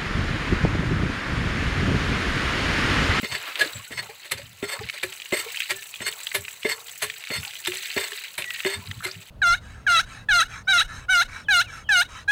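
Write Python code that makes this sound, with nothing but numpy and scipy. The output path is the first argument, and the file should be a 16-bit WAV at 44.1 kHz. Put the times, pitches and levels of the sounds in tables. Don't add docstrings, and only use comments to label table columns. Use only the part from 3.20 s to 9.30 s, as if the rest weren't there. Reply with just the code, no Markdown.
import sys
import numpy as np
from scipy import signal
from scipy.fft import rfft, irfft, next_fast_len
from scipy.io import wavfile

SR = 44100
rng = np.random.default_rng(int(sys.argv[2]) if len(sys.argv) > 2 else 0)


def unload_audio(sound):
    columns = np.transpose(np.atleast_2d(sound))
    steps = np.round(np.clip(columns, -1, 1) * 32767)
    wavfile.write(sys.argv[1], SR, steps.astype(np.int16))


N = 269010
T = np.arange(N) / SR

# (time [s], splash level [dB], spray level [dB])
FLOW = [(0.0, -39.5, -49), (0.34, -39.5, -47), (0.52, -45.5, -47.5), (1.17, -49.5, -56), (1.46, -48.5, -53),
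        (1.6, -43.5, -52), (2.04, -46.5, -47), (2.24, -38, -46), (2.41, -36, -40.5), (2.65, -46.5, -46),
        (2.84, -44.5, -49), (3.01, -41.5, -43.5), (3.48, -49.5, -49), (3.91, -44, -46), (4.03, -45, -47.5),
        (4.4, -43, -44), (4.74, -35.5, -39.5), (4.99, -39, -43.5), (5.21, -49.5, -51), (5.4, -35, -41),
        (5.57, -47.5, -52), (6.1, -48.5, -53)]
# (time [s], thud level [dB], crack level [dB], knock level [dB], chatter level [dB],
#   rattle delay [s], rattle length [s], rattle level [dB], extra sizzle [dB], puddle gush [dB],
#   handle ring level [dB], gulp pitch [Hz], gulp level [dB])
DOWNSTROKES = [(0.029, -22, -38, -29.5, -28, 0.11, 0.024, -23.5, -9, 12, -40, 405, -38),
               (0.707, -35, -44, -40, -29.5, 0.079, .012, -24, -9, 13.5, -41, 410, -48),
               (1.426, -22.5, -29, -31, -30.5, 0.086, 0.027, -28, 0.5, 19, -43, 403, -29),
               (2.123, -26, -20.5, -22, -22.5, 0.063, 0.023, -26, 3.5, 10, -38, 400, -33),
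               (2.804, -34.5, -25, -40, -29.5, 0.071, 0.012, -22.5, 2.5, 10.5, -34.5, 400, -55),
               (3.448, -24, -29, -24.5, -26.5, 0.061, 0.019, -23, -1.5, 13, -34, 436, -25),
               (4.102, -31, -15.5, -30, -31, .052, 0.019, -28, 1, 7.5, -33, 420, -41),
               (4.763, -24.5, -25, -26, -23.5, 0.064, 0.023, -26, -0.5, 8.5, -50, 383, -27),
               (5.449, -27.5, -16, -26.5, -24, 0.075, 0.029, -28.5, -1.5, 8.5, -50, 380, -21)]
# (peak time [s], rise [s], fall [s], knock level [dB], clank level [dB],
#   sizzle level [dB], gulp pitch [Hz], gulp level [dB])
UPSTROKES = [(.414, .005, 0.015, -28, -20, -38, 440, -34.5),
             (1.12, 0.0063, 0.0075, -33.5, -18.5, -26, 422, -47),
             (1.836, 0.0059, 0.0092, -28.5, -20.5, -31.5, 365, -33.5),
             (2.511, 0.012, 0.0087, -35, -20, -32, 380, -34),
             (3.152, 0.008, 0.014, -30, -19, -24.5, 389.5, -34),
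             (3.827, 0.0062, 0.017, -32.5, -18.5, -25, 417.4, -34),
             (4.475, 0.0049, 0.0076, -36.5, -20, -29, 358, -27),
             (5.181, 0.0027, 0.023, -36, -23.5, -31, 358, -44.5),
             (5.851, 0.014, 0.0058, -38, -24.5, -34, 368.4, -32)]


def from_db(db):
    return 10 ** (np.asarray(db) / 20)


def rms_one(x):
    return x / np.sqrt(np.mean(x ** 2) + 1e-20)


def in_time(rows):
    time_s, *columns = np.transpose(rows)
    return [np.interp(T, time_s, column) for column in columns]


def coloured(x, spectrum):
    hz, db = np.transpose(spectrum)
    size = next_fast_len(N + 8192)
    octave = np.log2(np.maximum(np.arange(size // 2 + 1) * SR / size, 1))
    below = np.maximum(np.log2(hz[0]) - octave, 0)
    above = np.maximum(octave - np.log2(hz[-1]), 0)
    skirt_db = np.minimum(40 * (below + above), 60)
    gain = from_db(np.interp(octave, np.log2(hz), db) - skirt_db)
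    cepstrum = irfft(np.log(gain), size)
    cepstrum[1:size // 2] *= 2
    cepstrum[size // 2 + 1:] = 0
    response = np.exp(rfft(cepstrum))
    return rms_one(irfft(rfft(x, size) * response, size)[:N])


def drift(rate_hz):
    r = np.exp(-80 * np.pi * rate_hz / SR)
    noise = rng.standard_normal(N // 40 + 2002)
    slow = signal.lfilter([1], [1, -2 * r, r * r], noise)[2000:]
    return np.interp(np.arange(N) / 40, np.arange(len(slow)), rms_one(slow))


def resonance(x, hz, width_hz):
    r = np.exp(-np.pi * width_hz / SR)
    zeros = np.array([1, 0, -1]) * (1 - r * r) / 2
    poles = [1, -2 * r * np.cos(2 * np.pi * hz / SR), r * r]
    return signal.lfilter(zeros, poles, x + 1e-18)


def swell(t, rise_s, fall_s):
    return np.exp(-np.minimum(np.where(t < 0, (t / rise_s) ** 2, t / fall_s), 40))


def impacts(per_s, spread_db):
    size_db = spread_db * np.minimum(rng.exponential(1, N), 4)
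    sizes = from_db(size_db) * rng.choice([-1, 1], N)
    return sizes * (rng.random(N) < per_s / SR)


def around(s):
    span = slice(max(int((s - .1) * SR), 0), int((s + .4) * SR))
    return span, T[span] - s


def chirp(s, hz, db, rise_s, fall_s, glide_hz_per_s):
    out = np.zeros(N)
    span, t = around(s)
    cycles = hz * t + glide_hz_per_s * t * t / 2 + rng.random()
    out[span] = from_db(db) * swell(t, rise_s, fall_s) * np.sin(2 * np.pi * cycles)
    return out


def yard(x, ground_s=.0045, ground_db=-14, wall_s=0.0055, wall_db=-20):
    echoes = [(ground_s, ground_db), (wall_s, wall_db)]
    return x + sum(from_db(db) * np.interp(T - lag_s, T, x, left=0) for lag_s, db in echoes)


def droplets(per_s, spread_db, clump_db, low_hz, high_hz, cycles, count=14):
    clicks = impacts(per_s, spread_db) * from_db(clump_db * drift(51))
    dealt = rng.integers(0, count, N)
    return sum(resonance(clicks * (dealt == k), hz, hz / cycles) / np.sqrt(hz) * (-1) ** k
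               for k, hz in enumerate(np.geomspace(low_hz, high_hz, count)))


def lumps(per_s, fall_s, steady, spread_db):
    landings = impacts(per_s, spread_db) ** 2
    power = signal.lfilter([1], [1, -np.exp(-1 / (fall_s * SR))], landings + 1e-18)
    return rms_one(np.sqrt(abs(steady) + power / power.mean()))


def water(spray_gain_db=0.5, surge_db=1.0):
    # (frequency [Hz], density [dB per Hz])
    splash_colour = [(1200, -10.5), (1700, 0), (2400, 6), (3000, 6), (3350, 0.5), (3900, 7), (4700, 2),
                     (5600, -10.5)]
    spray_colour = [(5300, -9.5), (6200, 0.5), (6800, -0.5), (8000, 6.5), (9000, -4.5), (10200, -6.5),
                    (11000, 1), (12300, -2.5), (13000, -7), (14600, 2.5), (15500, 6.5)]
    puddle_colour = [(300, -6), (450, -2.5), (700, 2), (1000, 6), (1400, 6)]
    gush_after_s, gush_rise_s, gush_fall_s = 0.15, 0.13, 0.048
    gush_splash_db, gush_spray_db = 0.5, 2
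    spurt_after_s, spurt_rise_s, spurt_fall_s, spurt_peak_db = 0.092, 0.058, 0.023, 2
    base_db, follow = -60, 0.2

    splash_db, spray_db = in_time(FLOW)
    gushes = [swell(T - s - gush_after_s, gush_rise_s, gush_fall_s) for s, *_ in DOWNSTROKES]
    gush = sum(gushes)
    spurts = sum(swell(T - s - spurt_after_s, spurt_rise_s, spurt_fall_s) for s, *_ in UPSTROKES)
    stir_db = sum(db * one for (*_, db, _, _, _), one in zip(DOWNSTROKES, gushes))
    puddle_db = base_db + follow * (splash_db - splash_db.mean()) + stir_db

    splash = coloured(droplets(per_s=3200, spread_db=3.5, clump_db=1.7,
                               low_hz=1302, high_hz=5500, cycles=12.8), splash_colour)
    spray = coloured(droplets(per_s=5500, spread_db=2.5, clump_db=0.5,
                              low_hz=5060, high_hz=15800, cycles=18.0), spray_colour)
    puddle = coloured(droplets(per_s=800, spread_db=1.0, clump_db=2.0,
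                               low_hz=380, high_hz=1523, cycles=20.0), puddle_colour)
    splash = splash * lumps(per_s=110, fall_s=0.0077, steady=0.44, spread_db=3.0)
    spray = spray * lumps(per_s=80, fall_s=0.002, steady=0.83, spread_db=0.5)

    stream = from_db(splash_db + gush_splash_db * gush) * splash
    stream += from_db(spray_db + spray_gain_db + gush_spray_db * gush) * spray
    stream += from_db(puddle_db) * puddle
    return stream * from_db(spurt_peak_db * spurts + surge_db * drift(41))


def air(breeze_db=-73, breeze_swing_db=4, field_db=-63):
    # (peak time [s], level [dB], length [s])
    puffs = [(.135, -40.5, 0.026), (.57, -40.5, 0.028), (.8, -50.5, 0.05), (1.155, -43, 0.023),
             (1.26, -47, 0.06), (1.6, -38, .012), (1.65, -39, 0.017), (3.21, -43, 0.02), (4.19, -36, 0.023),
             (5.585, -35, 0.021), (5.705, -34, .025), (5.785, -40, 0.02), (5.978, -42, 0.023)]
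    # (frequency [Hz], density [dB per Hz])
    puff_colour = [(35, -27), (60, -7), (85, 0), (115, 1.5), (170, -5), (260, -13.5)]
    field_colour = [(55, -8), (100, -8.5), (300, -11), (700, -13), (2000, -19), (6000, -18.5),
                    (15000, -14.5)]
    swing_hz, swing_db, noise_db = 107, 0.5, -1.5
    shudder_after_s, shudder_rise_s, shudder_fall_s, shudder_db = 0.0075, 0.0089, 0.034, -46.5

    gusts = sum(from_db(db + noise_db) * swell(T - s, length_s, length_s) for s, db, length_s in puffs)
    swings = sum(chirp(s, swing_hz * 2 ** (0.26 * luck), db + swing_db, length_s, length_s, 0)
                 for (s, db, length_s), luck in zip(puffs, rng.uniform(-1.07, 1, len(puffs))))
    shudders = sum(swell(T - s - shudder_after_s, shudder_rise_s, shudder_fall_s)
                   for s, *_ in list(DOWNSTROKES) + list(UPSTROKES))
    breeze = from_db(breeze_db + breeze_swing_db * drift(2))
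    level = gusts + from_db(shudder_db) * shudders + breeze
    low_air = level * coloured(rng.standard_normal(N), puff_colour)
    fields = from_db(field_db) * coloured(rng.standard_normal(N), field_colour)
    return swings + low_air + fields


def jolts(thud_hz=245, thud_rise_s=0.0021, thud_fall_s=0.0047, thud_delay_s=0.0044, crack_fall_s=0.0024):
    # (frequency [Hz], density [dB per Hz])
    crack_colour = [(500, -11), (1300, -12), (1900, 5.5), (2800, 6), (3700, -30), (6000, -29)]
    thuds, cracks = np.zeros(N), np.zeros(N)
    pitches = rng.uniform(.88, 1.12, len(DOWNSTROKES))
    for (s, thud_db, crack_db, *_), pitch in zip(DOWNSTROKES, pitches):
        span, t = around(s)
        thuds += chirp(s + thud_delay_s, thud_hz * pitch, thud_db, thud_rise_s, thud_fall_s, 0)
        cracks[span] += from_db(crack_db) * swell(t - .001, .0006, crack_fall_s)
    return thuds + cracks * coloured(rng.standard_normal(N), crack_colour)


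def bursts():
    # (peak time [s], level [dB])
    shakes = [(.396, -23.5), (.448, -38), (0.829, -38), (0.897, -41.5), (1.051, -37.5), (1.14, -36.5),
              (1.18, -35.5), (1.741, -33.5), (4.534, -33.5), (5.869, -30)]
    knock = (-0.5, 1.5, -7, -19)
    chatter = (-11, 0, -1.5, -11.5)
    rattle = (-19.5, -0.5, -1, -9.5)
    knock_after_s, knock_rise_s, knock_fall_s = 0.0031, 0.0041, .012
    chatter_after_s, chatter_rise_s, chatter_fall_s = 0.017, 0.0054, 0.012
    gap, rise, fall = 1.18, 0.48, 0.64
    shake_rise_s, shake_fall_s = 0.0054, 0.02
    up_zing_db = -3

    for s, _, _, knock_db, chatter_db, after_s, length_s, rattle_db, sizzle_db, *_ in DOWNSTROKES:
        bright = np.array([0, 0, 0, sizzle_db])
        yield s + knock_after_s, 0, knock_rise_s, knock_fall_s, knock_db + bright + knock
        yield s + chatter_after_s, 0, chatter_rise_s, chatter_fall_s, chatter_db + bright + chatter
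        for bounce in (-.5, .5):
            peak_s = s + after_s + bounce * gap * length_s
            yield peak_s, 0, rise * length_s, fall * length_s, rattle_db + bright + rattle
    for s, rise_s, fall_s, knock_db, clank_db, sizzle_db, *_ in UPSTROKES:
        yield s, 1, rise_s, fall_s, (knock_db, clank_db, clank_db + up_zing_db, sizzle_db)
    for s, db in shakes:
        yield s, 1, shake_rise_s, shake_fall_s, db + np.array(chatter)


def clatter(contact_db=10.5):
    # (frequency [Hz], width [Hz], handle-down level [dB], handle-up level [dB])
    iron = [(392, 50, 31, 26.5), (437, 6.7, 31, -10), (542, 24.5, 25.5, 29.5), (591, 19, 31, 34.5),
            (988, 47, 19, 11), (1393, 15, 21, 14), (1723, 31.5, 26.5, 22), (1900, 39, 28.5, 25),
            (2105, 63, 32, 25.5), (2338, 210, 12, 18.5), (2850, 460, 16, 10.5), (3620, 57, 30, 24),
            (4200, 135, 11, 37), (4470, 66, 39, 14), (4370, 44, 44, 8), (4564, 140, -9, 28.5),
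            (4860, 6.7, 14, -24), (6450, 170, 16, 19.5), (7720, 204, 33, 28.5), (8156, 67, 37.5, 33.5),
            (8900, 450, -5, 22.5), (10040, 200, 8, 20.5), (10350, 220, -10, 25), (11020, 250, 20.5, 29),
            (11900, 94, 28.5, 1), (13100, 700, 6, 20), (14300, 300, 18, 8)]
    edges_hz = [300, 900, 3200, 6000, 15800]
    click = np.r_[1., np.zeros(SR // 8)]
    modes = np.array([click] + [resonance(click, hz, width_hz) for hz, width_hz, _, _ in iron])
    registers = []
    for low_hz, high_hz in zip(edges_hz, edges_hz[1:]):
        band = signal.butter(3, [low_hz, high_hz], "band", fs=SR, output="sos")
        registers.append(signal.sosfilt(band, modes))
    blows = rms_one(impacts(per_s=7700, spread_db=3.0))
    out = np.zeros(N)
    for s, handle, rise_s, fall_s, levels_db in bursts():
        luck_db = rng.uniform(-5, 5, len(iron))
        strengths = from_db(np.r_[contact_db, np.array(iron)[:, 2 + handle] + luck_db])
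        rings = [strengths @ register for register in registers]
        body = sum(from_db(db) * ring / np.linalg.norm(ring) for db, ring in zip(levels_db, rings))
        span, t = around(s)
        out[span] += signal.fftconvolve(blows[span] * swell(t, rise_s, fall_s), body)[:len(t)]
    return out


def gulps(settle_s=0.111, tail_rough=0.47):
    after_s, rise_s, fall_s = .013, 0.0075, 0.017
    tail_db, tail_s, glide_hz_per_s = -16.5, 0.077, 300
    out = np.zeros(N)
    waver = 1 + tail_rough * drift(26)
    for s, *_, hz, db in list(DOWNSTROKES) + list(UPSTROKES):
        span, t = around(s + after_s)
        pitch_hz = hz + glide_hz_per_s * settle_s * np.tanh(t / settle_s)
        tail = from_db(tail_db) * swell(t, rise_s, tail_s) * waver[span]
        level = swell(t, rise_s, fall_s) + tail
        out[span] += from_db(db) * level * np.sin(2 * np.pi * (np.cumsum(pitch_hz) / SR + rng.random()))
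    return out


def handle_ring(delay_s=0.066, rise_s=0.032, fall_s=0.013):
    # (frequency [Hz], relative level [dB])
    handle_modes = [(2120, -3), (3582, -5), (4326, 0), (4430, -2), (5264, -8), (6415, -9), (8088, -6),
                    (10200, -16)]
    out = np.zeros(N)
    for s, *_, db, _, _ in DOWNSTROKES:
        draws = rng.uniform(-0.89, 1, (len(handle_modes), 2))
        for (hz, mode_db), (strength, lag) in zip(handle_modes, draws):
            out += chirp(s + delay_s + .025 * lag, hz, db + mode_db + 3 * strength, rise_s, fall_s, 0)
    return out * (1 + .25 * drift(150))


def wash(flutter_db=1.0):
    # (time [s], level [dB])
    sweep = [(.1, -80), (.2, -43), (.29, -34.5), (.34, -41), (.39, -34.5), (.46, -38.5), (.5, -40.5),
             (.62, -50), (.68, -105)]
    # (frequency [Hz], density [dB per Hz])
    rinse_colour = [(270, -12.5), (430, -5), (600, -2.5), (800, -6), (1300, 3), (2600, 1.5), (4000, -6),
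                    (5500, -16), (8000, -23), (14000, -17)]
    level_db, = in_time(sweep)
    return from_db(level_db + flutter_db * drift(41.4)) * coloured(rng.standard_normal(N), rinse_colour)


def spills(count=26):
    from_s, to_s = 1.7, 5.9
    base_db, spread_db, follow = -26, 3, 0.78
    centre_hz, spread_octaves = 2800, 0.42
    when, size, pitch = rng.uniform(-0.92, 1, (count, 3)).T
    s = np.linspace(from_s, to_s, count) + when * (to_s - from_s) / count
    flow_db = np.interp(s, T, in_time(FLOW)[0])
    db = base_db + spread_db * size + follow * (flow_db - flow_db.mean())
    return list(zip(s, db, centre_hz * 2 ** (spread_octaves * pitch)))


def slaps(rise_s=0.0005, fall_s=0.00066, slap_db=-2.5, bounce_s=.0019, bounce_db=-4.0,
          scatter_db=-12, scatter_fall_s=0.0023, count=2):
    # (time [s], relative level [dB], pitch [Hz])
    fat_drops = [(.3565, -13, 3140), (.449, -22, 4550), (.4754, -20, 3720), (.5333, -22.5, 3950),
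                 (1.5917, -22.5, 1960), (1.6886, -17, 2380), (1.6983, -13, 2430), (2.0, -19, 2900),
                 (2.0193, -19, 2510), (2.058, -21.5, 2700), (2.3718, -14.5, 2800), (2.404, -10.5, 2670),
                 (2.4205, -15.5, 2480), (2.6246, -22, 2400), (2.7409, -19, 2600), (2.7579, -24, 3110),
                 (2.9262, -19.5, 3200), (3.033, -23.5, 7500), (3.0698, -12.5, 3200), (3.1164, -15.5, 2050),
                 (3.2507, -21, 2550), (3.2819, -17, 2540), (3.4314, -21.5, 2680), (3.683, -24, 3250),
                 (3.8997, -13.5, 2290), (4.039, -20, 2370), (4.0718, -19.5, 2470), (4.2317, -20, 2700),
                 (4.2507, -16.5, 2880), (4.2787, -23.5, 4370), (4.309, -23, 2700), (4.3547, -22, 2840),
                 (4.4507, -16.5, 2670), (4.4595, -14.5, 3850), (4.52, -15, 2580), (4.5562, -20, 2950),
                 (4.6328, -20, 2930), (4.7036, -18.5, 2920), (4.7789, -15.5, 2280), (4.9198, -18, 2020),
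                 (5.2224, -16, 2460), (5.243, -17, 2540), (5.3055, -14, 2780), (5.361, -19, 2530),
                 (5.404, -17.5, 2560), (5.7128, -16.5, 2150), (5.913, -20.5, 4630)]
    # (frequency [Hz], density [dB per Hz])
    patter_colour = [(1100, -7.5), (2000, 4), (3600, 4.5), (5500, -7), (8000, -9), (15000, -25)]
    out, scatter = np.zeros(N), np.zeros(N)
    drops = list(fat_drops) + spills()
    draws = rng.uniform(-0.96, 1, (len(drops), count + 1, 4))
    for (s, db, hz), luck in zip(drops, draws):
        span, t = around(s + rise_s / 2)
        for k, (size, lag, pitch, phase) in enumerate(luck):
            since = t - k * bounce_s * from_db(3 * lag)
            bounce_hz = hz * from_db(1.5 * k * pitch)
            tone = np.sin(2 * np.pi * bounce_hz * since + np.pi * phase)
            pulse = swell(since, rise_s, fall_s * from_db(4 * size)) * tone
            out[span] += from_db(db + slap_db + k * bounce_db) * pulse
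        scatter[span] += from_db(db + scatter_db) * swell(t, rise_s, scatter_fall_s)
    return out + scatter * coloured(rng.standard_normal(N), patter_colour)


def squeaks(rough=0.29, sag_hz_per_s=290, slip_rise_s=0.0019, slip_fall_s=0.0083, width_hz=340, count=5):
    # (peak time [s], pitch [Hz], level [dB], rise [s], fall [s])
    notes = [(.416, 1680, -11, 0.0058, 0.012), (0.563, 7650, -35.5, 0.027, 0.015),
             (2.595, 1760, -40, 0.038, .025), (5.285, 1943, -32.5, 0.028, 0.047),
             (5.345, 1875, -38, .013, .033), (5.85, 2093, -22, 0.0023, 0.011)]
    judder_s, judder_gap_s, judder_hz, judder_db = 5.806, .0193, 1460, -34.5
    sung = sum(chirp(*row, -sag_hz_per_s) for row in notes) * (1 + rough * drift(110))
    slips = sum(swell(T - judder_s - k * judder_gap_s, slip_rise_s, slip_fall_s) for k in range(count))
    rasp = resonance(rng.standard_normal(N), judder_hz, width_hz)
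    rasp = resonance(rasp, judder_hz, width_hz)
    return sung + from_db(judder_db) * slips * rms_one(rasp)


def plops(rise_s=0.0055, fall_s=0.013, climb_per_s=2.5):
    # (peak time [s], pitch [Hz], peak level [dB])
    bubbles = [(.44, 520, -34), (.463, 307, -34.5), (.556, 575, -44), (.6, 1090, -40.5), (.675, 1450, -44),
               (.895, 810, -39), (.9, 435, -38), (1.197, 551, -36), (1.542, 548, -32.5), (1.612, 803, -37),
               (1.617, 425, -30.5), (2.215, 1334, -37), (2.268, 450, -33.5), (2.345, 1680, -40),
               (4.239, 1470, -39), (4.275, 805, -41), (4.573, 1900, -37), (4.929, 403, -39.5),
               (5.626, 980, -42.5)]
    return sum(chirp(s, hz, db, rise_s, fall_s, climb_per_s * hz) for s, hz, db in bubbles)


def scene():
    pump = yard(clatter() + jolts()) + handle_ring() + gulps() + squeaks()
    wet = yard(slaps() + water()) + wash() + plops()
    return (pump + wet + air())[None]


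def record(dry, cutoff_hz=15550):
    low_pass = signal.ellip(10, .1, 80, cutoff_hz, fs=SR, output="sos")
    return signal.sosfilt(low_pass, dry)


dry = scene()
out = record(dry)
unload_audio(out)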